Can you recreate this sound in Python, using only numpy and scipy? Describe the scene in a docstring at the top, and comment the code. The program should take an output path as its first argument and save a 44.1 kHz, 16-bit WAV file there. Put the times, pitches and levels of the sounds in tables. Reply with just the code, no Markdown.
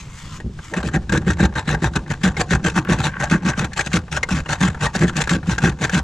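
"""A hand saw cuts a buried plastic pipe in a dirt hole, close to the microphone.
The blade slides into place, bumps the pipe and creaks, then makes about seven strokes a second:
pushes bite and fade, pulls swell. Stick-slip tears chips (rasp, hiss) and shoves the pipe (thump).
At the turns the blade knocks and rings briefly; single teeth snag and snap free.
The earth walls add a short echo; a low rumble lies underneath."""
import sys
import numpy as np
from scipy import signal
from scipy.fft import rfft, irfft
from scipy.io import wavfile
from scipy.ndimage import uniform_filter1d, map_coordinates

SR = 44100
rng = np.random.default_rng(int(sys.argv[2]) if len(sys.argv) > 2 else 0)


def bounce(signal):
    """Save signal as a 16-bit WAV file at the path given by the first command-line argument."""
    frames = np.transpose(np.atleast_2d(signal))
    limited = np.clip(frames, -1, 1)
    pcm = np.round(limited * 32767).astype(np.int16)
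    wavfile.write(sys.argv[1], SR, pcm)


N = 265923
TIME_S = np.arange(N) / SR

# saw strokes: start_s, end_s, rasp_db, thump_db
PUSHES = [(0.765, 0.794, -25.5, -23), (0.939, 0.975, -22.5, -16), (1.121, 1.182, -21.5, -16.5),
          (1.397, 1.46, -23.5, -15), (1.675, 1.748, -21, -18), (1.955, 1.976, -20.5, -16),
          (2.235, 2.291, -19.5, -16.5), (2.508, 2.558, -20, -15), (2.758, 2.8, -19.5, -16),
          (2.986, 3.016, -29, -20.5), (3.035, 3.086, -22.5, -22), (3.311, 3.371, -22, -16.5),
          (3.576, 3.654, -23.5, -19.5), (3.862, 3.881, -29.5, -30.5), (3.938, 3.978, -19.5, -16),
          (4.307, 4.4, -25.5, -21.5), (4.606, 4.692, -23.5, -18.5), (4.955, 4.97, -23, -25),
          (5.006, 5.056, -22.5, -14), (5.304, 5.371, -23.5, -16), (5.622, 5.704, -22.5, -15.5),
          (5.932, 5.996, -20, -18)]
PULLS = [(0.836, 0.88, -31.5, -25.5), (1.264, 1.315, -23, -17.5), (1.556, 1.598, -21.5, -24.5),
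         (1.819, 1.876, -22, -18), (2.101, 2.123, -21, -18), (2.376, 2.421, -22, -22),
         (2.642, 2.685, -19.5, -19), (2.883, 2.946, -20.5, -16.5), (3.2, 3.244, -21, -22),
         (3.447, 3.511, -22, -18), (3.763, 3.814, -26, -30.5), (4.114, 4.181, -30.5, -28),
         (4.487, 4.54, -25, -25.5), (4.806, 4.867, -23, -22.5), (5.069, 5.096, -33.5, -27.5),
         (5.156, 5.228, -25, -22.5), (5.469, 5.537, -26, -19), (5.81, 5.857, -21, -20.5)]
STROKES = PUSHES + PULLS
# spectrum of teeth tearing plastic: freq_hz, level_db
RASP_SPECTRUM = [(150, -17), (300, -1.5), (490, -3.5), (650, -15), (1250, -13.5), (1750, -11), (2300, -19),
                 (3000, -22.5), (4000, -23.5), (4800, -28.5), (7400, -29.5), (9000, -36.5), (13000, -52.5),
                 (15500, -54)]
# pipe and blade resonances: freq_hz, width_hz, lift_db
PIPE_MODES = [(349.7, 66, 6.5), (779, 128, 9.5), (920, 74, 6.5), (1136, 60, 6), (2593, 110, 7)]
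BLADE_MODES = [(1582, 260, 8.5), (5986, 160, 8.5), (6530, 270, 7.5), (7310, 176, 11)]


def gain(db):
    """Decibels to amplitude."""
    return 10 ** (np.asarray(db) / 20)


def unit_rms(x):
    """Scale to rms 1."""
    return x / np.sqrt(np.mean(x ** 2) + 1e-20)


def at_hz(rows, hz):
    """Interpolate rows (freq_hz, value) on a log-frequency axis."""
    freq_hz, value = np.transpose(rows)
    return np.interp(np.log(hz + 1), np.log(freq_hz + 1), value)


def envelope(rows):
    """Gain curve from rows (time_s, level_db), silent outside them."""
    return gain(np.interp(TIME_S, *np.transpose(rows), left=-120, right=-120))


def add(mix, start_s, sound):
    """Mix a sound in at start_s."""
    part = mix[round(start_s * SR):][:len(sound)]
    part += sound[:len(part)]


def band(x, lo_hz, hi_hz):
    """Causal band-pass."""
    sos = signal.butter(3, [lo_hz, min(hi_hz, .49 * SR)], "band", fs=SR, output="sos")
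    return signal.sosfilt(sos, x)


def wander(hz):
    """Smooth random curve of rms 1, rolled off above hz."""
    rolloff = np.exp(-(np.fft.rfftfreq(N, 1 / SR) / hz) ** 2)
    return unit_rms(irfft(rfft(rng.standard_normal(N)) * rolloff, N))


def coloured(x, spectrum, modes=()):
    """Minimum-phase filter: a spectrum with resonant peaks on top."""
    hz = abs(np.fft.fftfreq(8192, 1 / SR))
    peaks_db = sum(lift / (1 + (2 * (hz - centre) / width) ** 2) for centre, width, lift in modes)
    log_gain = np.log(gain(at_hz(spectrum, hz) + peaks_db))
    taps = np.fft.ifft(np.exp(signal.hilbert(log_gain).conj())).real
    return signal.oaconvolve(x, taps[:len(hz) // 2])[:N]


def resonate(x, modes):
    """Parallel resonators from rows (freq_hz, width_hz, level_db)."""
    return sum(gain(db) * signal.lfilter(*signal.iirpeak(hz, hz / width, SR), x)
               for hz, width, db in modes)


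def grains(clump_db, clump_hz, size_db):
    """Tiny fractures of uneven size, in clumps."""
    return unit_rms(rng.standard_normal(N) * gain(size_db * wander(2250) + clump_db * wander(clump_hz)))


def moving_contact(x, depth_db=2.5, frames=14, bins=4):
    """Narrow resonances come and go as the contact runs along the blade."""
    spectra = signal.stft(x, nperseg=512, noverlap=384)[2]
    patches = uniform_filter1d(rng.standard_normal(spectra.shape), frames, 1)
    patches = unit_rms(uniform_filter1d(patches, bins, 0))
    return signal.istft(spectra * gain(depth_db * patches), nperseg=512, noverlap=384)[1][:N]


def blade_and_pipe(x, drift_share=.048, drift_hz=9):
    """Filter by the blade's modes, which drift with its free length, then by the fixed pipe."""
    blade = coloured(x, [(0, 0)], BLADE_MODES)
    position = np.cumsum(1 + drift_share * wander(drift_hz))
    drifted = map_coordinates(blade, [position % (N - 1)], order=5, mode="wrap")
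    return coloured(drifted, RASP_SPECTRUM, PIPE_MODES)


def sliding():
    """Teeth skim the pipe without biting; later the loose blade buzzes in the cut."""
    # time_s, level_db
    skim_levels = [(0, -40.5), (.08, -51.5), (.2, -40.5), (.28, -44.5), (.37, -41), (.4, -53), (.46, -69),
                   (.57, -56.5), (.65, -43), (.73, -48.5)]
    buzz_levels = [(2.85, -31), (2.98, -37), (3.2, -33), (3.42, -42.5), (3.6, -30)]
    # freq_hz, level_db
    skim_spectrum = [(400, -36), (1000, 1.5), (3000, -5), (4500, -9.5), (7400, -5), (9000, -19),
                     (15000, -36)]
    # freq_hz, width_hz, level_db
    buzz_modes = [(1125, 50.5, -1.5), (1575, 210, 1.5)]
    skim = moving_contact(grains(clump_db=2, clump_hz=120, size_db=-1.5), frames=40)
    skim = coloured(skim, skim_spectrum)
    skim /= np.std(band(skim, 2430, 9000))
    buzz = band(resonate(grains(clump_db=6, clump_hz=90, size_db=2.5), buzz_modes), 620, 2930)
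    return gain(-2) * envelope(skim_levels) * skim + envelope(buzz_levels) * unit_rms(buzz)


def thuds(rise_s=.002):
    """The pipe bumps the soil; only its lowest modes ring."""
    # start_s, level_db
    bumps = [(0.386, -25), (.444, -16.5), (.462, -13), (.495, -20), (1.095, -11), (1.12, -11)]
    # freq_hz, level_db, t60_s
    low_modes = [(75, -3.5, .13), (118.5, 0.5, 0.064), (189, -2.5, 0.054), (348, -9, 0.047)]
    out, t = np.zeros(N), np.arange(SR // 5) / SR
    for start_s, level_db in bumps:
        detunes = np.exp(.069 * rng.standard_normal(len(low_modes)))
        ring = sum(gain(mode_db - 60 * t / t60_s) * np.sin(2 * np.pi * hz * detune * t)
                   for (hz, mode_db, t60_s), detune in zip(low_modes, detunes))
        add(out, start_s, gain(level_db) * (1 - np.exp(-t / rise_s)) * ring)
    return band(out, 55, 2000)


def knocks(ring_t60_s=.037, clack_t60_s=.04, click_t60_s=.032, rise_s=.0018):
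    """The blade knocks in the cut: a click, a clack of the pipe and a close pair of blade modes."""
    # start_s, level_db, pitch_hz
    hits = [(.401, -28, 1876), (.589, -32, 1570), (.737, -21, 1820), (.829, -23.5, 1560),
            (1.094, -21.5, 1610), (1.122, -19.5, 1600), (2.367, -21.5, 2144), (4.23, -17.5, 2120),
            (4.288, -21, 1490), (4.459, -27.5, 2854), (4.745, -27, 1387), (4.864, -20, 1860),
            (4.951, -19.5, 1660), (5.273, -21, 1650), (5.429, -31, 1428), (5.581, -18.5, 1586),
            (5.895, -20.5, 1610)]
    out, t = np.zeros(N), np.arange(SR // 8) / SR
    crack = blade_and_pipe(moving_contact(rng.standard_normal(N)))
    mids, highs = unit_rms(band(crack, 478, 2530)), unit_rms(band(crack, 2400, 25000))
    attack = 1 - np.exp(-t / rise_s)
    median_db = np.median([db for _, db, _ in hits])
    for start_s, level_db, pitch_hz in hits + reversals():
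        excess_db = level_db - median_db
        span = round(start_s * SR) + np.arange(len(t))
        pair = np.sin(2 * np.pi * pitch_hz * t) + .5 * np.sin(2 * np.pi * pitch_hz * .915 * t)
        # harder knocks ring more and longer
        t60_s = ring_t60_s * gain(.23 * excess_db)
        ring = pair * gain(min(.8 * (level_db + 15), 0) - 60 * t / t60_s)
        clack = mids.take(span, mode="wrap") * gain(-60 * t / clack_t60_s)
        click = highs.take(span, mode="wrap") * gain(-21 + 2 * excess_db - 60 * t / click_t60_s)
        add(out, start_s, (gain(level_db) * (4.6 * ring + 1.78 * clack) + click) * attack)
    return out


def reversals(lead_s=.0257, spread_s=.011, level_db=-34, pitch_hz=1650):
    """Knock rows for the light tick as the blade reverses before each pull."""
    scatter = rng.standard_normal((len(PULLS), 2))
    return [(start_s - lead_s + spread_s * late, level_db, pitch_hz * np.exp(.065 * sharp))
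            for (start_s, *_), (late, sharp) in zip(PULLS, scatter)]


def creak(start_s=.708, length_s=.0556, level_db=-31, from_hz=309, to_hz=560, overtone_db=-9):
    """An uneven, rising stick-slip tone as the hand starts to push."""
    out, progress = np.zeros(N), np.linspace(0, 1, round(length_s * SR))
    pitch_hz = np.interp(progress, [0, 1], [from_hz, to_hz]) * np.exp(.15 * wander(200)[:len(progress)])
    phase = 2 * np.pi * np.cumsum(pitch_hz) / SR
    tone = unit_rms(np.sin(phase) + gain(overtone_db) * np.sin(2 * phase))
    add(out, start_s, gain(level_db) * np.sin(np.pi * progress) * tone)
    return out


def stroke_envelope(levels_db, swells_db, rub_db=-12, rub_s=.014, lag_s=0, edge_s=.0036, arch_db=.5):
    """Gain of all strokes: teeth grip, swell or fade, and let go, with light rubbing either side."""
    out = np.zeros(N)
    for (start_s, end_s, *_), level_db, swell_db in zip(STROKES, levels_db, swells_db):
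        length_s = end_s - start_s
        t = np.arange(-.1, length_s + .1, 1 / SR)
        left_s = length_s - t
        from_middle = np.clip(t / length_s, 0, 1) - .5
        grip = (1 + np.tanh(t / edge_s)) * (1 + np.tanh(left_s / edge_s)) / 4
        rub = gain(rub_db) * np.exp(np.minimum(np.minimum(t, left_s), 0) / rub_s)
        shape_db = swell_db * from_middle + arch_db * (.5 - (2 * from_middle) ** 2)
        add(out, start_s + lag_s + t[0], np.maximum(grip, rub) * gain(level_db + shape_db))
    return out


def chatter_hz(wall_hz=165, push_sag=.15, pull_sag=.3):
    """Stick-slip rate: locked to the pipe wall until mid-stroke, then sagging as the blade slows."""
    sags = [push_sag] * len(PUSHES) + [pull_sag] * len(PULLS)
    speed = []
    for (start_s, end_s, *_), sag in zip(STROKES, sags):
        speed += [(start_s, 1), ((start_s + end_s) / 2, 1), (end_s, 1 - sag)]
    return wall_hz * np.interp(TIME_S, *np.transpose(sorted(speed)))


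def hiss_levels_db():
    """Hiss per stroke: follows the rasp, weaker if the blade drags the pipe along or moves slowly."""
    # medium stroke, brighter as the cut deepens: time_s, level_db
    trend = [(.8, -34), (1.75, -34), (2.4, -28.5), (3.4, -32.5), (3.9, -28.5), (5.9, -29)]
    start_s, end_s, rasp_db, thump_db = np.transpose(STROKES)
    force_db = .87 * (rasp_db - rasp_db.mean()) - .3 * (thump_db - thump_db.mean())
    slowness_db = np.log2((end_s - start_s) / np.mean(end_s - start_s))  # 1 dB per doubling
    return np.interp(start_s, *np.transpose(trend)) + force_db - slowness_db


def sawing():
    """The blade sticks and slips: each slip tears a burst of chips and shoves the pipe."""
    # change over one stroke: rasp_db, hiss_db, thump_db
    push_swell = (-3, -8, -1)
    pull_swell = (7.5, 8.5, -2.5)
    # hollow pipe sound relative to the thump: time_s, level_db
    hollow_levels = [(.8, 1.5), (1.2, -4), (2.9, -5), (3.4, -8), (4.6, -7), (5.1, -6)]
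    _, _, rasp_db, thump_db = np.transpose(STROKES)
    swells = [push_swell] * len(PUSHES) + [pull_swell] * len(PULLS)
    rasp_swell_db, hiss_swell_db, thump_swell_db = np.transpose(swells)

    slip_hz = chatter_hz() * np.exp(.115 * wander(53.8))
    phase = 2 * np.pi * np.cumsum(slip_hz) / SR
    uneven_grip = gain(2.48 * wander(100))
    fractures = moving_contact(grains(clump_db=1, clump_hz=440, size_db=1.5))
    teeth = fractures * uneven_grip * gain(2 * np.cos(phase))
    chips = blade_and_pipe(teeth)
    bite = stroke_envelope(rasp_db, rasp_swell_db)
    rasp = bite * unit_rms(band(chips, 461.6, 2380))
    hiss = unit_rms(band(chips, 2516, 12200) * gain(2 * wander(78)))
    hiss *= stroke_envelope(hiss_levels_db(), hiss_swell_db)

    force = stroke_envelope(thump_db, thump_swell_db, rub_db=-15.5, rub_s=.05, lag_s=.0017)
    shove = force * unit_rms(np.sqrt(uneven_grip) * gain(3.68 * wander(150)) * np.sin(phase))
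    # hard shoves sound hollower
    hollow = force * (force / force.max()) ** .26 * unit_rms(band(chips, 230, 850))
    hollow *= gain(np.interp(TIME_S, *np.transpose(hollow_levels)))
    return rasp + hiss + thump(shove) + hollow + swaying(force) + snags(bite) + singing(teeth, bite)


def thump(shove):
    """The pipe thumps under a shove and its wall rings on."""
    # freq_hz, width_hz, level_db
    wall_mode = [(167, 16, -23.5)]
    return gain(1.5) * band(shove, 73.4, 730) + resonate(shove, wall_mode)


def swaying(force, sway_hz=71.9, lag_s=.013):
    """The heavy pipe rocks in the soil, lagging each shove."""
    # freedom to sway: time_s, level_db
    sway_levels = [(.9, -29.5), (1.3, -24), (1.7, -29), (3.6, -35.5), (4.3, -26), (5, -33.5)]
    phase = 2 * np.pi * np.cumsum(sway_hz * np.exp(.22 * wander(45.5))) / SR
    drive = np.interp(TIME_S - lag_s, TIME_S, force) ** .69
    rocking = band(drive * gain(2 * wander(30)) * np.sin(phase), 50.7, 200)
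    return gain(np.interp(TIME_S, *np.transpose(sway_levels))) * unit_rms(rocking)


def snags(bite, per_s=55, size_db=4, t60_s=.029):
    """Single teeth snag on the edge of the cut, harder where the saw bites."""
    onsets = rng.random(N) < per_s / SR
    clicks = onsets * gain(size_db * np.minimum(rng.exponential(1, N), 2)) * bite ** .63
    t = np.arange(SR // 30) / SR
    decays = signal.oaconvolve(clicks, gain(-60 * t / t60_s))[:N]
    bursts = decays * moving_contact(rng.standard_normal(N))
    ticks = coloured(bursts, RASP_SPECTRUM, PIPE_MODES + BLADE_MODES)
    return gain(-33.5) * unit_rms(band(ticks, 720, 16000))


def singing(teeth, bite):
    """The blade rings high with the bite while the cut is shallow."""
    # time_s, level_db
    sing_levels = [(1, -43), (1.5, -28.5), (2, -42)]
    # freq_hz, width_hz, level_db
    sing_mode = [(3840, 400, 0)]
    ring = unit_rms(resonate(resonate(teeth, sing_mode), sing_mode))
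    return envelope(sing_levels) * bite / bite.max() * ring


def catches(rise_s=.00055, hold_s=.0042, t60_s=.026):
    """A tooth catches hard and snaps free, bright and dry."""
    # start_s, level_db
    snaps = [(1.174, -22.5), (1.305, -24.5), (1.332, -30.5), (1.678, -31), (1.959, -19), (2.404, -21),
             (2.642, -26.5), (2.698, -27), (3.054, -22), (3.298, -24), (3.732, -28.5), (3.808, -18),
             (3.87, -27.5), (3.931, -17.5), (4.125, -23), (4.991, -26.5), (5.166, -18), (5.216, -18.5),
             (5.238, -27), (5.293, -17), (5.693, -28.5), (5.926, -27)]
    bursts, t = np.zeros(N), np.arange(SR // 10) / SR
    shape = (1 - np.exp(-t / rise_s)) * gain(-60 * np.maximum(t - hold_s, 0) / t60_s)
    for start_s, level_db in snaps:
        add(bursts, start_s, gain(level_db) * shape)
    crack = blade_and_pipe(moving_contact(rng.standard_normal(N)))
    return bursts * unit_rms(band(crack, 1920, 12000))


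def pit_echo(x, gap_s=.003):
    """Short, dense echo of the earth walls."""
    # freq_hz, t60_s
    decay_times = [(900, 0.21), (2000, 0.051)]
    noise = rng.standard_normal(SR // 3) * (np.arange(SR // 3) > gap_s * SR)
    hz, t, spectra = signal.stft(noise, SR, nperseg=256)
    decay = gain(-60 * t / at_hz(decay_times, hz)[:, None])
    tail = signal.istft(spectra * decay, SR, nperseg=256)[1]
    return signal.oaconvolve(x, tail / np.linalg.norm(tail))[:N]


def microphone_ports(x):
    """Two ports share the bass; the treble scatters differently into each."""
    # freq_hz, left_right_correlation
    correlations = [(700, 1.), (1400, 0.99), (3100, 0.74), (15000, 0.71)]
    # freq_hz, left_minus_right_db
    balance = [(700, 0), (1290, 1.5), (3500, 4.5), (7000, 0)]
    # freq_hz, left_lead_rad
    phase_lead = [(1100, 0), (1640, 0.72), (3270, 0.42), (4000, 0.3)]
    hz, _, mid = signal.stft(x, SR, nperseg=256)
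    hz = hz[:, None]
    correlation = np.clip(at_hz(correlations, hz), 0, 1)
    width = np.sqrt(2 * (1 - correlation) / (1 + correlation))
    side = mid * width * np.exp(2j * np.pi * rng.random(mid.shape))
    lean = gain(at_hz(balance, hz) / 2) * np.exp(.5j * at_hz(phase_lead, hz))
    left_right = np.array([(mid + side) * lean, (mid - side) / lean])
    return signal.istft(left_right, SR, nperseg=256)[1][:, :N]


def scene():
    """The saw in the hole over a low rumble, in stereo."""
    # freq_hz, level_db
    rumble_spectrum = [(15, -1.5), (60, 1), (170, -1.5), (320, -19), (650, -27), (7000, -38.5), (9500, -48),
                       (15000, -76)]
    saw = sawing() + knocks() + catches() + thuds() + creak() + sliding()
    rumble = unit_rms(coloured(rng.standard_normal(N), rumble_spectrum)) * gain(-36.5 + 2 * wander(19))
    return microphone_ports(saw + gain(-14.5) * pit_echo(saw) + rumble)


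def record(dry):
    """Round off loud peaks, then low-pass."""
    ceiling, cutoff_hz = .95, 15600
    rounded = dry / (1 + (dry / ceiling) ** 6) ** (1 / 6)
    lowpass = signal.firwin(511, cutoff_hz, window=("kaiser", 9), fs=SR)
    return signal.oaconvolve(rounded, lowpass[None], "same")


dry = scene()
out = record(dry)
bounce(out)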